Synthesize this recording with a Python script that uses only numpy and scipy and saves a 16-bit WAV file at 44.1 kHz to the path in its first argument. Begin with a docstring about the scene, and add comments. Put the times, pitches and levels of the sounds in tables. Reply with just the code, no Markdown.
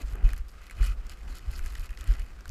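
"""Open ground in a blizzard, walked with a small camera in a case; every layer meets at its one microphone.
Wind: lumpy low noise buffets the microphone, under a low rush of air and a steady hiss of blowing snow.
Steps and sharp gusts jolt it: brief low swings with a higher thud, and a flutter of eddies around them.
Dry snow crunches and scuffs: clumped random grains, coloured by the resonances of the case.
Icy grains tick on the case as short noise bursts with ringing; two dull knocks are dying sines."""
import sys
import numpy as np
from scipy import signal
from scipy.fft import rfft, irfft, next_fast_len
from scipy.io import wavfile
from scipy.ndimage import uniform_filter1d

SR = 44100
rng = np.random.default_rng(int(sys.argv[2]) if len(sys.argv) > 2 else 0)


def log_audio(samples):
    """Write samples as a 16-bit WAV file to the path given in sys.argv[1]."""
    # one column per channel
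    frames = np.atleast_2d(samples).T
    # limit to full scale, then quantise
    limited = np.clip(frames, -1, 1)
    pcm = np.round(limited * 32767).astype(np.int16)
    wavfile.write(sys.argv[1], SR, pcm)


N = 110250
T = np.arange(N) / SR  # s

# All spectra are relative densities: columns [f/Hz, level/dB per Hz].
# Wind buffeting on the microphone: [t/s, level/dB], and its spectrum
BUFFET_LEVEL = [(0, -45), (.05, -30), (.16, -37.5), (.37, -33), (.45, -39), (.52, -46), (.59, -44),
                (.7, -50.5), (.79, -33.5), (.89, -30), (1.04, -35.5), (1.17, -45), (1.3, -33), (1.4, -46),
                (1.53, -34), (1.69, -35.5), (1.74, -37), (1.83, -33.5), (1.88, -46), (1.92, -30.5),
                (1.96, -43.5), (2.01, -34), (2.05, -51.5), (2.22, -32.5), (2.28, -45), (2.36, -39.5),
                (2.45, -50.5), (2.485, -35)]
BUFFET_COLOUR = [(15, -16.5), (25, -2.5), (38, -2), (52, -4), (70, -14.5), (95, -33), (300, -69)]
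# Low rush of air: [t/s, level/dB], and its spectrum
RUSH_LEVEL = [(0, -51.5), (.09, -56.5), (.17, -49.5), (.29, -48.5), (.38, -60.5), (.75, -60), (.805, -48.5),
              (.86, -60), (.95, -55.5), (1.2, -59.5), (1.29, -51.5), (1.4, -58.5), (1.48, -55.5),
              (1.75, -56.5), (1.95, -59.5), (2.11, -52), (2.28, -58.5)]
RUSH_COLOUR = [(80, -1.5), (140, 3.5), (190, 0.5), (290, -3.5), (360, -2), (500, -13), (750, -8),
               (1000, -13), (1600, -10.5), (4000, -69)]
# Hiss of blowing snow: spectrum
HISS_COLOUR = [(290, -19.5), (500, 1), (868, -14), (1230, 3), (1360, -1.5), (1930, -5), (2070, -4),
               (2810, -7.5), (3540, -12), (5090, -12), (5600, -15), (7980, -17.5), (10700, -25),
               (14900, -28), (16000, -69)]
HISS_DB, HISS_FLICKER_DB, HISS_FLICKER_HZ = -61, 1.8, 28
# Snow crunches and scuffs:
# [start t/s, length/s, body level/dB, treble level/dB, spread of grain sizes/dB]
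SNOW_SCUFFS = [(.004, 0.017, -49, -55, 2.5), (0.06, 0.078, -60, -61.5, 6.5),
               (0.147, 0.084, -59.5, -82, 8.5), (0.241, 0.085, -51, -59, 1), (0.332, 0.056, -58, -62, 7.5),
               (0.483, 0.034, -74, -66, 11), (0.617, 0.06, -57, -65, 4.5), (0.71, 0.015, -52.5, -60, -1.5),
               (0.759, 0.01, -64, -60, 3.5), (0.779, 0.1436, -50.5, -59.5, 1), (0.81, 0.062, -48.5, -56, 7),
               (0.831, 0.045, -51, -47.5, 0.5), (1.002, 0.078, -63, -85, -2.5), (1.1, 0.037, -52.5, -56, 4),
               (1.171, 0.12, -63, -69, 7), (1.289, 0.053, -55.5, -57, 4), (1.356, 0.029, -53, -53, 6),
               (1.421, 0.085, -57.5, -64, 4), (1.513, 0.073, -53, -53.5, 4.5), (1.611, 0.25, -56, -59, 8),
               (1.894, 0.052, -58.5, -70, 12), (1.987, 0.23, -56.5, -62.5, 5), (2.078, 0.048, -50, -56, 2),
               (2.142, 0.17, -61.5, -68, 8)]
# Crunch spectra: hollow body, crisp treble
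BODY_COLOUR = [(400, -6), (1000, -10), (1230, 2.5), (1420, 2), (1600, -0.5), (1750, -6.5), (1980, 4.5),
               (2280, -4.5), (2520, 5), (2720, -9), (2900, 1.5), (3250, -10), (4500, -39.5), (9000, -28.5)]
TREBLE_COLOUR = [(1500, -25), (2800, 1), (3600, 1.5), (4250, 8.5), (5000, 6), (6000, 1), (7200, 4.5),
                 (9000, -5.5), (10300, -4), (11300, 0), (12500, -4.5), (15000, -8.5), (17000, -36)]
# Hollow resonances of the case: [f/Hz]
HOLLOW_HZ = [1290, 1690, 2040, 2620]
# High resonances of the case: [f/Hz]
HIGH_CASE_HZ = [4540, 5200, 6900, 7650, 9650, 11240]
# Dull knocks of the case: [t/s, starting level/dB, f/Hz]
CASE_KNOCKS = [(.012, -38.5, 270), (0.152, -38.5, 380)]
# Icy grains on the case: [t/s, knock level/dB, crack level/dB, fizz level/dB, knock f/Hz]
ICE_TICKS = [(0.019, -63, -51, -50.5, 1820), (.155, -45, -65, -51.5, 1230), (0.291, -40.5, -49, -57, 1900),
             (.304, -46, -51.5, -55, 2500), (.333, -38, -51, -43, 1670), (0.363, -66, -60, -57, 2000),
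             (0.379, -61, -65, -48.5, 1370), (0.617, -50, -60, -63, 1410), (0.667, -58, -52, -57, 2000),
             (0.698, -41.5, -57, -56, 2200), (0.71, -43, -55, -47.5, 1600), (0.83, -38, -58, -51, 1840),
             (0.867, -54, -61, -44, 1700), (1.067, -83, -54, -56, 2020), (1.0956, -59, -44, -50, 2000),
             (1.371, -66, -53, -55, 1510), (1.392, -51, -54, -63, 1900), (1.592, -40, -50, -49.5, 1500),
             (1.661, -42, -47.5, -46, 1690), (1.723, -58, -62, -53, 2010), (1.753, -39, -45.5, -52, 1900),
             (1.78, -53, -54, -54, 2000), (1.859, -65, -55, -52.5, 1960), (1.892, -49.5, -57, -57.5, 2650),
             (1.906, -47.5, -54, -54, 1860), (1.974, -44, -47, -57, 2020), (2.01, -48, -44.5, -47.5, 1800),
             (2.041, -51, -54, -49.5, 1980), (2.075, -48, -53, -50.5, 2020), (2.121, -56, -48, -62, 1700),
             (2.138, -46, -47, -61, 1910), (2.196, -49, -55, -49, 1910), (2.39, -50, -73, -72, 1490),
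             (2.408, -51, -53.5, -61.5, 1400), (2.456, -40.5, -50.5, -60, 1520),
             (2.479, -51, -54, -51, 2970), (2.493, -52, -44, -56, 2500)]
# Jolts of the microphone: [t/s, envelope peak level/dB, f/Hz, half width before the peak/s]
MIC_JOLTS = [(.136, -26, 51.7, 0.0064), (0.2509, -8, 34.6, 0.012), (0.341, -24, 29.6, 0.016),
             (0.407, -29.5, 38.6, 0.0094), (.818, -13.5, 40.4, 0.0126), (0.891, -21.5, 50.8, 0.015),
             (1.488, -18, 40.2, 0.0074), (1.631, -25.5, 24.5, 0.016), (1.795, -27, 28, 0.006),
             (2.102, -12, 41, 0.013), (2.198, -23, 33.7, 0.0088)]

# Eddies around a jolt; the level is relative to a jolt of the flutter's own pitch
FLUTTER_HZ, FLUTTER_DB, FLUTTER_DECAY_S = 85.4, -9, 0.026

SCUFF_ATTACK_S, SCUFF_RELEASE_S = 0.0066, 0.01
GRAINS_PER_S, SMOOTH_SHARE = 2500, 0.76  # smooth noise relative to the evened grains
CLUMP_DB, CLUMP_HZ = 3, 82  # grains break in clumps
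PATCHY_DB, PATCHY_HZ = 3, 32  # changing colour of the crunch

# Spits: larger grains ringing the case, at levels relative to the crunch's body and treble
SPITS_PER_S, SPIT_SPREAD_DB = 130, 3.5
BODY_SPIT_DB, BODY_SPIT_DECAY_S = -6.5, 0.0013
TREBLE_SPIT_DB, TREBLE_SPIT_DECAY_S = -5, 0.00051

DULL_KNOCK_DECAY_S = 0.0059

TICK_SPAN_S = 0.0019  # a tick's energy is its level held over this time
KNOCK_DECAY_S, CRACK_DECAY_S = 0.0023, 0.00085
KNOCK_RING_DB = -0.5  # ring relative to noise when knock and fizz are equal
DULL_RINGS = 0.28  # duller ticks ring more purely: dB of ring per dB of knock over fizz
CASE_RING_DB, CASE_DECAY_S, CASE_SPREAD_DB = -4.5, 0.0016, 4

JOLT_TAIL = 2.07  # a jolt dies this much slower than it grows
THUD_DB, THUD_PITCH_RATIO, THUD_WIDTH_RATIO = -23, 1.66, 0.64  # relative to the swing

CUTOFF_HZ = 15500


def from_db(db):
    """Decibels to gain."""
    return 10 ** (np.asarray(db) / 20)


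def rms_one(x):
    """Scale to rms 1."""
    return x / np.sqrt(np.mean(x ** 2) + 1e-20)


def level(curve):
    """Gain along a [t/s, level/dB] curve."""
    return from_db(np.interp(T, *np.transpose(curve)))


def drift(rate_hz):
    """Slow random wander with rms 1: noise through two equal low-pass poles."""
    r = np.exp(-2 * np.pi * rate_hz / SR)
    noise = rng.standard_normal(2 * N)
    return rms_one(signal.lfilter([1], [1, -2 * r, r * r], noise)[N:])  # settled half


def colour(x, spectrum):
    """Causal (minimum-phase) filter with the given [f/Hz, level/dB] shape; rms 1."""
    size = next_fast_len(2 * N)
    hz, db = np.transpose(spectrum)
    shape_db = np.interp(np.log(np.fft.rfftfreq(size, 1 / SR) + 1), np.log(hz), db)
    # folding the cepstrum forward in time gives minimum phase
    cepstrum = irfft(np.log(from_db(shape_db)), size)
    cepstrum[1:size // 2] *= 2
    cepstrum[size // 2 + 1:] = 0
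    response = np.exp(rfft(cepstrum))
    return rms_one(irfft(rfft(x, size) * response, size)[:N])


def evened(x, span_s):
    """Hold the level near 1 over the given span."""
    power = uniform_filter1d(x ** 2, max(2, int(span_s * SR)))
    return x / np.sqrt(np.abs(power) + 1e-9)


def wind():
    """Eddies rumble on the microphone and flutter higher around jolts; air rushes and blowing snow hisses."""
    rumble = evened(colour(rng.standard_normal(N), BUFFET_COLOUR), span_s=0.084)
    rumble = level(BUFFET_LEVEL) * rms_one(rumble)
    rush = level(RUSH_LEVEL) * colour(rng.standard_normal(N), RUSH_COLOUR)
    hiss_gain = from_db(HISS_DB + HISS_FLICKER_DB * drift(HISS_FLICKER_HZ))
    hiss = hiss_gain * colour(rng.standard_normal(N), HISS_COLOUR)
    return rumble + flutter() + rush + hiss


def flutter():
    """Small eddies make a narrow band of noise that swells and dies around each jolt."""
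    band = signal.butter(2, [FLUTTER_HZ / 1.2, FLUTTER_HZ * 1.2], "band", fs=SR, output="sos")
    noise = signal.sosfilt(band, rng.standard_normal(2 * N))[N:]
    eddies = rms_one(evened(noise, span_s=0.068))
    strength = np.zeros(N)
    for s, db, hz, _ in MIC_JOLTS:
        shedding = (hz / FLUTTER_HZ) ** 2  # slower jolts shed less
        strength += from_db(db + FLUTTER_DB) * shedding * np.exp(-np.abs(T - s) / FLUTTER_DECAY_S)
    return eddies * strength


def snow():
    """Clumps of breaking grains, with a hollow body and a crisp treble, swell under each scuff."""
    body_power, treble_power, spread, weight = np.zeros((4, N))
    for s, length, body_db, treble_db, spread_db in SNOW_SCUFFS:
        attack = 2 * np.minimum(T - s, 0) / SCUFF_ATTACK_S
        release = 2 * np.maximum(T - s - length, 0) / SCUFF_RELEASE_S
        power = np.exp(attack - release)
        body_power += power * from_db(body_db) ** 2
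        treble_power += power * from_db(treble_db) ** 2
        spread += power * spread_db
        weight += power
    spread = spread / (weight + 1e-20)
    coarse = spread / spread.mean()

    crackle = evened(grains(GRAINS_PER_S, spread), span_s=0.033)
    crackle = crackle + SMOOTH_SHARE * rng.standard_normal(N)
    clumps = from_db(CLUMP_DB * coarse * drift(CLUMP_HZ))
    crackle = evened(crackle * clumps, span_s=0.069)

    body_spits = from_db(BODY_SPIT_DB) * coarse * spits(HOLLOW_HZ, BODY_SPIT_DECAY_S)
    hollow = rms_one(patchy(colour(crackle, BODY_COLOUR)) + body_spits)
    treble_modes = [*HIGH_CASE_HZ, HIGH_CASE_HZ[-1]]  # the top resonance rings twice
    treble_spits = from_db(TREBLE_SPIT_DB) * coarse * spits(treble_modes, TREBLE_SPIT_DECAY_S)
    crisp = rms_one(patchy(colour(crackle, TREBLE_COLOUR)) + treble_spits)
    return np.sqrt(body_power) * hollow + np.sqrt(treble_power) * crisp


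def grains(rate, spread_db):
    """Random clicks at a mean rate per second, many small and a few large."""
    sizes = from_db(spread_db * np.minimum(rng.exponential(1, N), 4.5))
    return sizes * rng.choice([-1, 1], N) * (rng.random(N) < rate / SR)


def patchy(x):
    """Each third of an octave flickers on its own, so the crunch keeps changing colour."""
    whole = rfft(x, 2 * N)
    octave = np.log2(np.fft.rfftfreq(2 * N, 1 / SR) + 1)
    out = np.zeros(N)
    for centre in np.arange(24, 44) / 3:  # about 255 Hz to 20.6 kHz
        share = np.maximum(0, 1 - 3 * np.abs(octave - centre))  # overlapping triangles
        band = irfft(whole * share, 2 * N)[:N]
        out += band * from_db(PATCHY_DB * drift(PATCHY_HZ))
    return rms_one(out)


def spits(modes, decay_s):
    """Larger grains ring the given resonances of the case, each with a mix of its own."""
    signs = np.sign(grains(SPITS_PER_S, 1))
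    clicks = signs * from_db(SPIT_SPREAD_DB * rng.standard_normal(N))
    r = np.exp(-1 / (decay_s * SR))
    out = np.zeros(N)
    for hz in modes:
        w = 2 * np.pi * hz * rng.uniform(.97, 1.05) / SR
        strengths = from_db(CASE_SPREAD_DB * np.clip(rng.standard_normal(N), -2, 1))
        strengths = strengths * rng.choice([-1, 1], N)
        # two-pole resonator: every click starts a decaying sine
        out += signal.lfilter([0, np.sin(w)], [1, -2 * r * np.cos(w), r * r], clicks * strengths + 1e-18)
    return rms_one(out)


def knocks():
    """The case knocks softly: a low sine that dies within a few cycles."""
    out = np.zeros(N)
    for s, db, hz in CASE_KNOCKS:
        t = np.maximum(T - s, 0)
        out += from_db(db) * np.exp(-t / DULL_KNOCK_DECAY_S) * np.sin(2 * np.pi * hz * t)
    return out


def ticks():
    """Each icy grain gives a knock, a crack and a fizz, ringing the case in a mix of its own."""
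    out = np.zeros(N + SR)
    t = T[:SR // 40]

    def burst(low_hz, high_hz, decay_s, ring):
        """A dying puff of noise in one band, with ringing added; rms 1."""
        band = signal.butter(3, [low_hz, high_hz], "band", fs=SR, output="sos")
        puff = rng.standard_normal(len(t)) * np.exp(-t / decay_s)
        return rms_one(rms_one(signal.sosfilt(band, puff)) + ring)

    def case_ring(modes):
        """The given resonances, struck with random strengths."""
        rings = sum(from_db(rng.normal(0, CASE_SPREAD_DB)) * np.sin(2 * np.pi * hz * t) for hz in modes)
        return from_db(CASE_RING_DB) * rms_one(rings * np.exp(-t / CASE_DECAY_S))

    for s, knock_db, crack_db, fizz_db, hz in ICE_TICKS:
        ring = rms_one(np.sin(2 * np.pi * hz * t) * t * np.exp(-2 * t / KNOCK_DECAY_S))
        ring = ring * from_db(KNOCK_RING_DB + DULL_RINGS * (knock_db - fizz_db))
        knock = burst(hz * 0.6, hz * 1.61, KNOCK_DECAY_S, ring)
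        crack = burst(3250, 6850, CRACK_DECAY_S, case_ring(HIGH_CASE_HZ[:3]))
        fizz = burst(6400, 13600, CRACK_DECAY_S, case_ring(HIGH_CASE_HZ[3:]))
        tick = from_db(knock_db) * knock + from_db(crack_db) * crack + from_db(fizz_db) * fizz
        start = int(s * SR)
        out[start:start + len(t)] += tick * np.sqrt(TICK_SPAN_S / t[-1])
    return out[:N]


def jolts():
    """Each jolt shakes the microphone through a swing or two, with a shorter, higher thud on top."""
    out = np.zeros(N)
    for s, db, hz, width in MIC_JOLTS:
        t = T - s
        widths_away = t / np.where(t < 0, width, width * JOLT_TAIL)
        swing = np.exp(-widths_away ** 2) * np.sin(2 * np.pi * hz * t)
        thud_envelope = np.exp(-(widths_away / THUD_WIDTH_RATIO) ** 2)
        thud = thud_envelope * np.sin(2 * np.pi * hz * THUD_PITCH_RATIO * t)
        out += from_db(db) * (swing + from_db(THUD_DB) * thud)
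    return out


def scene():
    """Wind, snow, case and jolts sum at one microphone."""
    return (wind() + snow() + knocks() + ticks() + jolts())[None]


def record(dry):
    """The recorder cuts the top with a steep low-pass filter."""
    low_pass = signal.ellip(10, .2, 80, CUTOFF_HZ, fs=SR, output="sos")  # ripple/dB, stopband/dB
    return signal.sosfilt(low_pass, dry)


dry = scene()
out = record(dry)
log_audio(out)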